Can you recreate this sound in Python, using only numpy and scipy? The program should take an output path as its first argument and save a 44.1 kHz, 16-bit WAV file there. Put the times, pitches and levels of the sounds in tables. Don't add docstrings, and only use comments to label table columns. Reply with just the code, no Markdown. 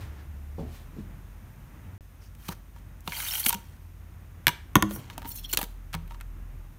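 import sys
import numpy as np
from scipy import signal
from scipy.fft import rfft, irfft
from scipy.io import wavfile
from scipy.ndimage import uniform_filter1d

SR = 44100
rng = np.random.default_rng(int(sys.argv[2]) if len(sys.argv) > 2 else 0)


def persist_wave(psi):
    counts = np.round(np.clip(psi, -1, 1) * 32767).astype(np.int16)
    wavfile.write(sys.argv[1], SR, np.atleast_2d(counts).T)


def decibels_to_gain(level_db):
    exponent = np.asarray(level_db, float) / 20
    return 10 ** exponent


N = 299144


def in_time(rows, outside=None):
    s, *columns = np.transpose(rows)
    return [np.interp(np.arange(N) / SR, s, column, outside, outside) for column in columns]


def at_hz(points, hz):
    point_hz, value = np.transpose(points)
    return np.interp(np.log(hz), np.log(point_hz), value)


def rms_one(x):
    return x / np.sqrt(np.mean(x ** 2) + 1e-20)


def decay(t, t60):
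    return decibels_to_gain(-60 * t / t60)


def band(x, low_hz, high_hz):
    return signal.sosfilt(signal.butter(2, [low_hz, high_hz], "band", fs=SR, output="sos"), x)


def drift(rate):
    r = np.exp(-2 * np.pi * rate * 8 / SR)
    slow = signal.lfilter([1], [1, -2 * r, r * r], rng.standard_normal(N // 8 + 5002))
    slow = rms_one(slow[5000:])
    return np.interp(np.arange(N) / 8, np.arange(len(slow)), slow)


def coloured(x, spectrum):
    hz = np.maximum(np.arange(N // 2 + 1) * SR / N, 1)
    return rms_one(irfft(rfft(x) * decibels_to_gain(at_hz(spectrum, hz)), N))


def ring(x, hz, t60):
    r, w = decibels_to_gain(-60 / (t60 * SR)), 2 * np.pi * hz / SR
    return signal.lfilter([0, np.sin(w)], [1, -2 * r * np.cos(w), r * r], x + 1e-18)


def strokes(rows):
    out, t = np.zeros((2, N)), np.arange(N) / SR
    rise_db, fall_db, roundness = 18, 26.5, 1.11
    for start, top, end, *db in rows:
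        end = max(end, top + .012)
        span = slice(round(start * SR), round(end * SR))
        away = np.interp(t[span], [start, top, end], [-1, 0, 1])
        drop_db = np.where(away < 0, rise_db, fall_db) * np.abs(away) ** roundness
        out[:, span] += decibels_to_gain(np.c_[db] - drop_db)
    return uniform_filter1d(out, size=180)


# time_s, level_db
TONE = [(0, -54), (.26, -60), (1.96, -60), (2.02, -64), (3.0, -63), (4.4, -63), (5.1, -56.5), (5.3, -61),
        (5.7, -62), (6.78, -62)]
# pitch_hz, density_db_per_hz
AIR = [(15, -22.5), (25, -9), (43, -9), (65, -5), (90, -4.5), (182, -15.5), (306, -22.5), (421, -29.5),
       (724, -31), (866, -30), (1970, -34), (3000, -43.5), (3900, -53.5), (6600, -120)]
# pitch_hz, density_db_per_hz
HISS = [(1470, -24), (2500, -0.5), (3280, -5.5), (3600, -3.5), (4440, -8.5), (5740, -5.5), (6600, -4),
        (7830, -10), (8530, -4.5), (10400, -7.5), (11700, -3.5), (15200, -2.5), (16000, -15)]
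# time_s, pitch_hz, level_db
LOW_DRONE = [(0, 38.8, -52), (1.0, 40.84, -41.5), (1.6, 47.5, -50.5), (2.6, 48, -45), (4.4, 47.7, -49),
             (5.1, 46.84, -50), (5.4, 42.84, -39), (6.6, 39.86, -37), (6.78, 41, -52)]
HIGH_DRONE = [(0, 71.64, -39), (.68, 74.54, -37), (.85, 78.7, -57), (1.0, 84.75, -43), (1.6, 84.15, -64),
              (1.95, 89.64, -41.5), (2.1, 82.4, -54.5), (4.2, 85.97, -45.5), (5.1, 78.9, -53.5),
              (6.78, 83, -48.5)]
# start_s, end_s
GAP_S = (1.9797, 2.0083)


def room_tone():
    air = coloured(rng.standard_normal(N), AIR)
    air /= np.std(band(air, 400, 2500))
    air *= decibels_to_gain(drift(5))
    hiss_db = -66.5 + 1.46 * (np.arange(N) < GAP_S[0] * SR)
    hiss = coloured(rng.standard_normal(N), HISS)
    out = decibels_to_gain(in_time(TONE)[0] + 0.07) * air + decibels_to_gain(hiss_db) * hiss
    for rows in (LOW_DRONE, HIGH_DRONE):
        hz, db = in_time(rows)
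        phase = 2 * np.pi * np.cumsum(hz * (1 + 0.03225 * drift(4.55))) / SR
        out += decibels_to_gain(db + 0.3 + 1.0 * drift(10.0)) * np.sin(phase)
    return out


# start_s, strongest_s, end_s, dull_db, bright_db
RUSTLE = [(0, .008, 0.17, -52, -59.5), (.12, .196, 0.3, -60.5, -80), (.56, .6, 0.73, -57, -67),
          (.66, .754, 0.93, -54.5, -59), (.92, .994, 1.11, -61.5, -85), (2.2, 2.24, 2.33, -63, -64)]
# start_s, strongest_s, end_s, upper_db, lower_db
GRIP = [(2.205, 2.222, 2.27, -64, -66), (2.22, 2.262, 2.33, -66, -70), (2.39, 2.45, 2.63, -65, -58),
        (2.5, 2.522, 2.55, -52, -43.5)]


def rustle():
    dull = rms_one(band(rng.standard_normal(N), 330, 4500))
    bright = rms_one(band(rng.standard_normal(N), 6400, 18000))
    dull_gain, bright_gain = strokes(RUSTLE)
    upper_gain, lower_gain = strokes(GRIP)
    skin = rng.standard_normal(N) * decibels_to_gain(2.0 * drift(120))
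    upper = rms_one(band(band(skin, 4400, 6800), 4400, 6500))
    lower = rms_one(band(skin, 840, 1940))
    return dull_gain * dull + bright_gain * bright + upper_gain * upper + lower_gain * lower


# time_s, pitch_hz, level_db, length_s
SQUEAKS = [(3.198, 9300, -40, .014), (3.141, 3200, -41, 0.022), (3.228, 2960, -38, 0.0064),
           (3.437, 4400, -33, 0.007), (3.454, 4300, -37, .006), (0.145, 1670, -59, 0.073),
           (3.121, 2280, -34, 0.017), (3.163, 4500, -35.5, 0.012), (3.173, 900, -42, 0.015),
           (3.245, 6200, -38, 0.008), (3.246, 4500, -40, 0.012), (3.281, 3680, -36, 0.017),
           (3.302, 5330, -38, 0.019), (3.307, 3020, -38, 0.0075), (3.316, 5500, -33, 0.01),
           (3.336, 3040, -32.5, 0.0057), (3.343, 5860, -34.5, 0.0092), (3.346, 3200, -36, 0.019),
           (3.4, 6000, -43.5, 0.011), (4.916, 1910, -66, 0.031), (4.919, 5700, -54.5, 0.063),
           (5.31, 4300, -52, 0.027), (5.312, 5600, -55, .02), (5.315, 7200, -52, .02),
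           (5.352, 7000, -56, .03), (5.354, 3400, -60, 0.057), (5.442, 4270, -53, 0.027),
           (5.526, 4340, -33, 0.017), (5.35, 5490, -56, 0.062), (5.35, 4240, -56, 0.06),
           (5.352, 6300, -50, 0.032), (5.436, 3300, -38.5, 0.025), (5.436, 5600, -53, 0.035),
           (5.489, 2930, -45, 0.021), (5.527, 7170, -28, 0.009), (5.585, 3300, -36, 0.0097),
           (3.486, 9100, -25, 0.011), (5.281, 14200, -40, .014), (5.288, 9000, -49, .01),
           (5.31, 15000, -40, 0.013), (5.366, 13000, -40, .016), (5.377, 10100, -53, 0.025),
           (5.363, 8250, -54, .02), (5.435, 10050, -57, .025), (5.435, 14300, -55, 0.045),
           (5.436, 8150, -58, 0.0092), (5.508, 14900, -42, 0.02), (5.509, 4350, -61, 0.014),
           (5.512, 5730, -61, 0.0099)]


def squeaks():
    out = np.zeros(N)
    for (s, hz, db, length), luck in zip(SQUEAKS, rng.standard_normal((len(SQUEAKS), 4000))):
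        shape = np.hanning(int(np.clip(length * SR * 1.2, 60, 4000)))
        tone = rms_one(ring(ring(luck, hz, 0.0087), hz, 0.0087))
        i = round(s * SR)
        out[i:i + len(shape)] += decibels_to_gain(db) * shape * tone[-len(shape):]
    return out


# start_s, peak_db, floor_hz, t60_s, slap_db
STEPS = [
    (0.582, -29.5, 142, 0.12, 10.5),
    (0.593, -19, 159, 0.044, -2),
    (0.625, -32, 240, 0.1, 7),
    (0.965, -35, 273.6, 0.18, 7),
    (0.985, -25, 205, 0.063, -5),
]
# hard_heel_hz, soft_sole_hz
SLAP_TOP_HZ = (745, 424)


def steps():
    out, t = np.zeros(N), np.arange(9000) / SR
    push = np.pad(np.hanning(60) / 30, (0, len(t) - 60))
    for (s, db, hz, t60, slap_db), luck in zip(STEPS, rng.standard_normal((len(STEPS), len(t)))):
        i = round(s * SR)
        top_hz = SLAP_TOP_HZ[int(s > .8)]
        slap = band(band(luck, 220, top_hz), 130, 1.34 * top_hz) * decay(t, 0.092)
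        floor = ring(push, hz, t60) + .5 * ring(push, 1.51 * hz, .5 * t60)
        out[i:i + len(t)] += decibels_to_gain(db - 3.5) * (floor + decibels_to_gain(slap_db) * slap)
    return out


# pitch_hz, level_db
CRACK_PEAKS = [(6400, -8), (11800, -3.5), (15000, -4)]
# pitch_hz, level_db, t60_s
HOLDER = [(935, -6, 0.095), (980, -10, 0.045), (1240, -5, 0.014), (1417, -9, 0.023), (1720, -6.5, 0.01),
          (2980, -26, 0.0074)]
CAMERA_BACK = [(959, -5, 0.08), (900, -13, 0.03), (1200, -7.5, 0.018), (1650, -12, 0.012),
               (2246, -6, 0.024), (2900, -8, .02), (3300, -7, 0.016)]
FRAME_TOP = [(650, -8.5, 0.032), (775, -8.5, 0.037), (1003, 0, 0.054), (1115, 0, 0.033),
             (1426, -2.5, 0.033), (1820, -4, .03), (2210, -12.5, 0.03), (2570, -15, .025),
             (3155, -3, 0.013), (3400, -9.5, .018), (3650, -7, 0.024), (6470, 0, .012)]
# start_s, peak_db, ring_hz, crack_db, hollow_ring_db
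SLOT_CLICKS = [(2.3505, -46.5, 3020, -42, -34), (2.4875, -26.5, 1360, -47, -5), (2.762, -46.5, 913, -45, 0),
               (2.787, -58, 606, -48, -16), (3.0065, -61, 700, -44.5, -25), (3.045, -62, 680, -54, -25),
               (3.076, -18.5, 821, -28, -14), (3.077, -25.5, 2977, -28.5, -38),
               (3.1212, -24.5, 2250, -42, -4.5), (3.168, -37, 850, -36, -4.5),
               (3.202, -23.5, 2220, -38.5, -24.5), (3.23, -37, 1637, -39, -5),
               (3.381, -29, 2970, -29.5, -21.5), (3.187, -29.5, 4220, -33.5, -24.5),
               (3.252, -29.5, 2010, -39.5, -17.5), (3.284, -29, 3300, -34, -23),
               (3.309, -28.5, 2900, -38, -26), (3.338, -28.5, 2700, -36, -20.5),
               (3.354, -27, 3300, -36, -23.5), (3.425, -40, 3420, -36, -30.5),
               (3.44, -39.5, 2600, -35.5, -24.5), (3.4624, -10, 2340, -11.5, -30.5),
               (3.4642, -13, 3230, -6.5, -21.5), (3.4935, -23.5, 3290, -17.5, -3.5),
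               (3.5054, -18.5, 1240, -25, -11.5), (3.5276, -21, 3100, -14, -2),
               (3.543, -31.5, 934, -19.5, -2)]
KNOCKS = [
    (4.445, -49, 970, -56.5, -31),
    (4.4686, 1, 2260, -4.5, -21.5),
    (4.4725, -19.5, 3304, -23.5, -17.5),
    (4.48, -7, 2500, -9.5, -10.5),
    (4.4842, -19, 1600, -20, -9),
    (4.49, -18.5, 1664, -20, -5),
    (4.4945, -28, 2500, -29, -12.5),
]
DROPS = [
    (4.732, -64, 2034, -54, -24),
    (4.7546, -5, 3400, -3.5, -5),
    (4.758, -17.5, 1100, -26, -5.5),
    (4.765, -18, 3400, -20, -9),
    (4.824, -11, 3300, -8, -6.5),
    (4.909, -39, 665, -32.5, -1.5),
    (4.96, -37, 890, -50, -9.5),
]
TAPS = [(5.1, -28.5, 1240, -41, -11), (5.179, -26, 730, -27, -11), (5.219, -32, 690, -37, -7),
        (5.228, -39, 696.3, -37, -2), (5.247, -35, 1046, -56, -1), (5.256, -31.5, 900, -56, -3),
        (5.2635, -44, 3200, -54, 0), (5.447, -42, 3300, -48, -23), (5.572, -8, 3550, -8.5, -22),
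        (5.5735, -13, 4230, -10.5, -30), (5.5895, -25.5, 935, -33, -1), (5.6138, -21, 776, -31, -12),
        (5.629, -26.5, 1570, -16, -16), (5.934, -28.5, 1480, -40, -12), (5.941, -21.5, 2900, -28, -5),
        (5.9435, -25, 1004, -39, -9.5), (5.949, -23, 1310, -27, -21), (6.077, -46, 3000, -44, -19),
        (6.105, -48, 3500, -58, -20), (6.109, -36.5, 867, -55, -2), (6.121, -40, 1058, -51, -6),
        (6.146, -43, 947, -62, 0.5), (6.202, -42, 2196, -53, -20), (6.21, -32.5, 1440, -32, -18.5),
        (6.212, -37, 2720, -43, -25)]


def clicks():
    out, snaps, t = np.zeros(N), np.zeros(N), np.arange(4500) / SR
    contacts = ((SLOT_CLICKS, 0.013, HOLDER), (KNOCKS, 0.0098, CAMERA_BACK),
                (DROPS, 0.008, FRAME_TOP), (TAPS, 0.025, HOLDER))
    rows = [(*row, t60, modes) for table, t60, modes in contacts for row in table]
    chance = rng.standard_normal((len(rows), len(t) + 20))
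    for (s, db, hz, crack_db, hollow_db, t60, modes), luck in zip(rows, chance):
        noise = luck[:len(t)]
        burst = noise * (decay(t, 0.0032 + 1.2 * t60) + 0.017 * decay(t, 4.8 * t60))
        contact = burst / np.sqrt(np.sum(burst ** 2))
        blow = .3 * contact
        blow[:5] += [.1, .25, .3, .25, .1]
        contact[8] += 0.8
        body = .35 * ring(contact, hz, min(t60, .009))
        body += 6.3 * band(contact, 0.58 * hz, 1.5 * hz) + 3.3 * band(contact, 720, 3700)
        body = band(body, 600, 12000)
        hollow = np.zeros(len(t))
        for k, (mode_hz, level_db, mode_t60) in enumerate(modes):
            mode_gain = decibels_to_gain(level_db + 2.0 * luck[-1 - k])
            hollow += (-1) ** k * mode_gain * ring(blow, mode_hz, mode_t60)
        snap = noise * (decay(t, 0.0057) + 0.045 * decay(t, 0.039))
        snap[8] += 2
        i = round((s + 0.0003) * SR)
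        out[i:i + len(t)] += decibels_to_gain(db) * (body / np.abs(body).max() + decibels_to_gain(hollow_db) * hollow)
        snaps[i:i + len(t)] += decibels_to_gain(crack_db + 4.5) * snap / np.abs(snap).max()
    snaps += 1e-18
    out += band(snaps, 5300, 19000)
    for top_hz, level_db in CRACK_PEAKS:
        out += decibels_to_gain(level_db) * band(snaps, 0.94 * top_hz, 1.08 * top_hz)
    return out


def flaring(grains, modes, flare_db, rate):
    return rms_one(sum(decibels_to_gain(db + flare_db * drift(rate)) * rms_one(ring(grains, hz, 6.3 / width_hz))
                       for hz, width_hz, db in modes))


def grit(per_s, cycles):
    height = decibels_to_gain(6.8 * rng.exponential(1, N).clip(0, 4)) * rng.choice([-1, 1], N)
    slips = (rng.random(N) < per_s / SR) * height
    dealt = rng.integers(0, 16, N)
    out = np.zeros(N)
    for k, hz in enumerate(np.geomspace(1500, 5200, 16)):
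        t60 = cycles / hz
        out += ring(ring(slips * (dealt == k), hz, t60), hz, t60) * hz ** 1.28
    return rms_one(out)


# pitch_hz, density_db_per_hz
FELT = [(3530, -52), (6000, -4.5), (7460, -8.5), (9010, 3), (10400, 2), (11300, 5.5), (15100, 6),
        (16000, 3.5)]
# pitch_hz, width_hz, level_db
PLATE = [(900, 135, -5), (1630, 1500, 5), (2500, 400, -2), (3200, 530, 5), (4500, 820, -6.5),
         (5700, 370, -54.5)]
EDGE = [(3450, 18, 4), (3550, 91, -11), (4350, 160, 9), (5500, 100, 3), (6280, 112, -12), (7100, 100, -12),
        (8200, 150, -14), (10070, 120, -9), (13900, 300, 3), (14700, 160, -2.5)]
FOLD = [(9110, 62, -14), (10000, 190, -11), (10700, 43, 1), (12200, 65, -6), (13300, 130, -4),
        (14000, 51, 3), (14200, 78, -3), (15000, 150, 2), (15600, 45, -1)]
# start_s, strongest_s, end_s, hiss_db, plate_db
SCUFFS = [(2.37, 2.472, 2.6, -51, -55.5), (2.485, 2.524, 2.44, -46, -49.5), (2.75, 2.766, 2.83, -74, -63),
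          (3.115, 3.125, 3.77, -54, -52), (3.455, 3.465, 3.487, -20.5, -32),
          (3.476, 3.488, 3.5, -17.5, -35), (3.38, 3.4, 3.425, -31, -70), (3.17, 3.187, 2.95, -41, -56),
          (3.49, 3.503, 3.524, -31, -35), (3.52, 3.532, 3.458, -50, -33.5), (4.87, 4.914, 5.02, -54, -50.5),
          (4.89, 4.954, 5.01, -40, -80), (4.96, 5.0, 5.27, -64, -57), (5.095, 5.11, 5.17, -59.5, -57),
          (5.178, 5.185, 5.24, -57.5, -60), (5.255, 5.278, 5.37, -53, -55), (5.57, 5.577, 5.62, -43.5, -45),
          (5.595, 5.605, 5.77, -49, -64), (5.611, 5.616, 5.62, -29, -39), (5.63, 5.639, 5.58, -40, -39),
          (3.04, 3.074, 3.9, -51, -55.5), (6.09, 6.106, 6.17, -61.5, -61.5), (6.13, 6.148, 5.6, -67.5, -60)]
# time_s, effort_db
PULL = [(3.083, -59.5), (3.125, -51.5), (3.18, -39.5), (3.3, -34.5), (3.37, -31), (3.4, -34.5),
        (3.425, -37.5), (3.455, -35.5)]
# start_s, peak_db, plate_db, length_s
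RUBS = [(2.482, -24, -26.5, 0.012), (3.281, -21, -38, 0.01), (3.447, -17, -27, 0.0086),
        (3.492, -2, -21, 0.0041), (5.527, -8.5, -20.5, 0.013), (5.536, -18, -23.5, 0.016),
        (5.586, -14, -29.5, 0.0065), (5.594, -18.5, -37, 0.0051), (3.546, -22, -23, 0.0045),
        (5.928, -30, -33.5, 0.017)]
# start_s, strongest_s, end_s, hiss_db, whistle_db
SWISH = [(5.24, 5.256, 4.6, -51, -53), (5.26, 5.278, 5.2, -46, -67), (5.275, 5.293, 5.32, -35, -74),
         (5.298, 5.319, 5.3, -39, -50.5), (5.32, 5.34, 5.34, -47, -64), (5.34, 5.362, 5.33, -34.5, -54),
         (5.36, 5.388, 5.44, -43, -53), (5.425, 5.44, 5.465, -57, -51), (5.435, 5.457, 5.3, -50, -58),
         (5.476, 5.498, 5.5, -45, -54), (5.49, 5.518, 5.1, -42.5, -49)]


def drag():
    hiss_gain, plate_gain = strokes(SCUFFS)
    swish_gain, edge_gain = strokes(SWISH)
    effort_db, = in_time(PULL, -300)
    hiss_gain += uniform_filter1d(decibels_to_gain(effort_db - 1), size=180)
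    plate_gain += uniform_filter1d(decibels_to_gain(-41 + 0.53 * (effort_db + 32.0)), size=180)
    for s, hiss_db, plate_db, length in RUBS:
        shape = signal.windows.tukey(max(round(length * SR), 50), .4)
        i = round(s * SR)
        hiss_gain[i:i + len(shape)] += decibels_to_gain(hiss_db - 17.0) * shape
        plate_gain[i:i + len(shape)] += decibels_to_gain(plate_db - 11.5) * shape
    grains = rng.standard_normal((2, N)) * decibels_to_gain(2.2 * rng.exponential(1, (2, N)).clip(0, 5))
    clumps, ticks = drift(71), drift(250)
    hiss = coloured(grains[0], FELT) * decibels_to_gain(.9 * clumps + 1.0 * drift(400) + 1.6 * ticks)
    plate = flaring(grains[1], PLATE, 2.5, 50) + 1.4 * rms_one(band(grains[1], 1500, 8000))
    plate += .4 * grit(1200, 22.0) + .6 * grit(1500, 5.0)
    plate = rms_one(band(plate, 650, 9000)) * decibels_to_gain(1.5 * clumps + 2.0 * ticks)
    edge = flaring(grains[1], EDGE, 3.5, 20) + .4 * grit(700, 30.0)
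    edge += 1.0 * rms_one(band(grains[1], 2500, 7000))
    swish = hiss + 0.94 * band(hiss, 13300, 16500) + 0.5 * flaring(grains[0], FOLD, flare_db=3.0, rate=29)
    return hiss_gain * hiss + swish_gain * rms_one(swish) + plate_gain * plate + edge_gain * edge


# start_s, peak_db, pitch_hz, t60_s
FRAME = [(2.489, -23.5, 178, 0.067), (3.079, -29, 161, 0.057), (3.464, -23, 236, 0.027),
         (3.546, -31, 193, 0.15), (4.472, -24.5, 289, 0.026), (4.473, -22.5, 154, 0.073),
         (4.756, -10, 292, 0.085), (4.756, -19, 405, 0.031), (4.762, -12, 116, 0.051),
         (4.764, -12.5, 201.5, 0.093), (4.827, -24, 203.5, 0.5), (4.915, -37, 335, 0.25),
         (4.986, -30.5, 122.8, 0.069), (4.827, -20.5, 316.7, 0.23), (4.826, -24.5, 101, 0.12),
         (4.909, -26.5, 573, 0.032), (4.911, -41, 95, 0.052), (4.961, -26.5, 120, 0.034),
         (5.18, -35.5, 276, 0.055), (5.25, -35, 271.7, 0.074), (5.536, -28, 362, 0.042),
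         (5.574, -26.5, 518.8, 0.012), (5.589, -28, 610, 0.018), (5.613, -46, 448, 0.019),
         (4.47, -21, 600, 0.028), (5.63, -28.5, 193, 0.045), (5.945, -30.5, 164.2, 0.29),
         (5.95, -32.5, 83.7, 0.29)]


def thumps():
    out, t = np.zeros(N), np.arange(20000) / SR
    damped_s, damping_s = 4.962, .012
    push = np.pad(np.hanning(70) / 35, (0, len(t) - 70))
    for (s, db, hz, t60), luck in zip(FRAME, rng.standard_normal((len(FRAME), len(t)))):
        i = round(s * SR)
        stilled = 1
        if s < damped_s - .02:
            stilled = np.exp(-np.clip(s + t - damped_s, 0, 1) / damping_s)
        leather = 1.21 * band(luck, 67, 520) * decay(t, 0.14)
        out[i:i + len(t)] += decibels_to_gain(db) * stilled * (ring(push, hz, t60) + leather)
    return out


# pitch_hz, t60_s
STUDIO = [(150, 0.37), (1000, 0.46), (3000, 0.38), (8000, 0.37), (15000, 0.15)]


def studio(x):
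    t, tail = np.arange(SR) / SR, np.zeros(SR)
    for hz in 90 * 2. ** np.arange(8):
        octave = band(rng.standard_normal(SR), hz / np.sqrt(2), hz * np.sqrt(2))
        tail += octave * decay(t, at_hz(STUDIO, hz))
    tail *= np.clip(t / 0.0016, 0, 1)
    return signal.fftconvolve(x, tail / np.sqrt(np.sum(tail ** 2)))[:N]


def scene():
    near, far = clicks() + thumps() + drag() + squeaks(), steps()
    near = near - 0.25 * band(near, 4500, 5600)
    room = studio(decibels_to_gain(-19.5) * near + decibels_to_gain(-4.0) * far)
    return (near + far + rustle() + room + room_tone())[None]


def top_cut(x):
    return signal.sosfilt(signal.butter(12, 16500, fs=SR, output="sos"), x)


def record(dry):
    t = np.arange(N) / SR
    x = signal.sosfilt(signal.butter(4, 34, "high", fs=SR, output="sos"), dry)
    x = signal.sosfilt(signal.cheby2(10, 30, 16100, fs=SR, output="sos"), x)
    silent = (t > GAP_S[0]) & (t < GAP_S[1])
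    x = np.clip(x, -1, 1) * np.where(silent, 0, 1)
    return top_cut(x)


dry = scene()
out = record(dry)
persist_wave(out)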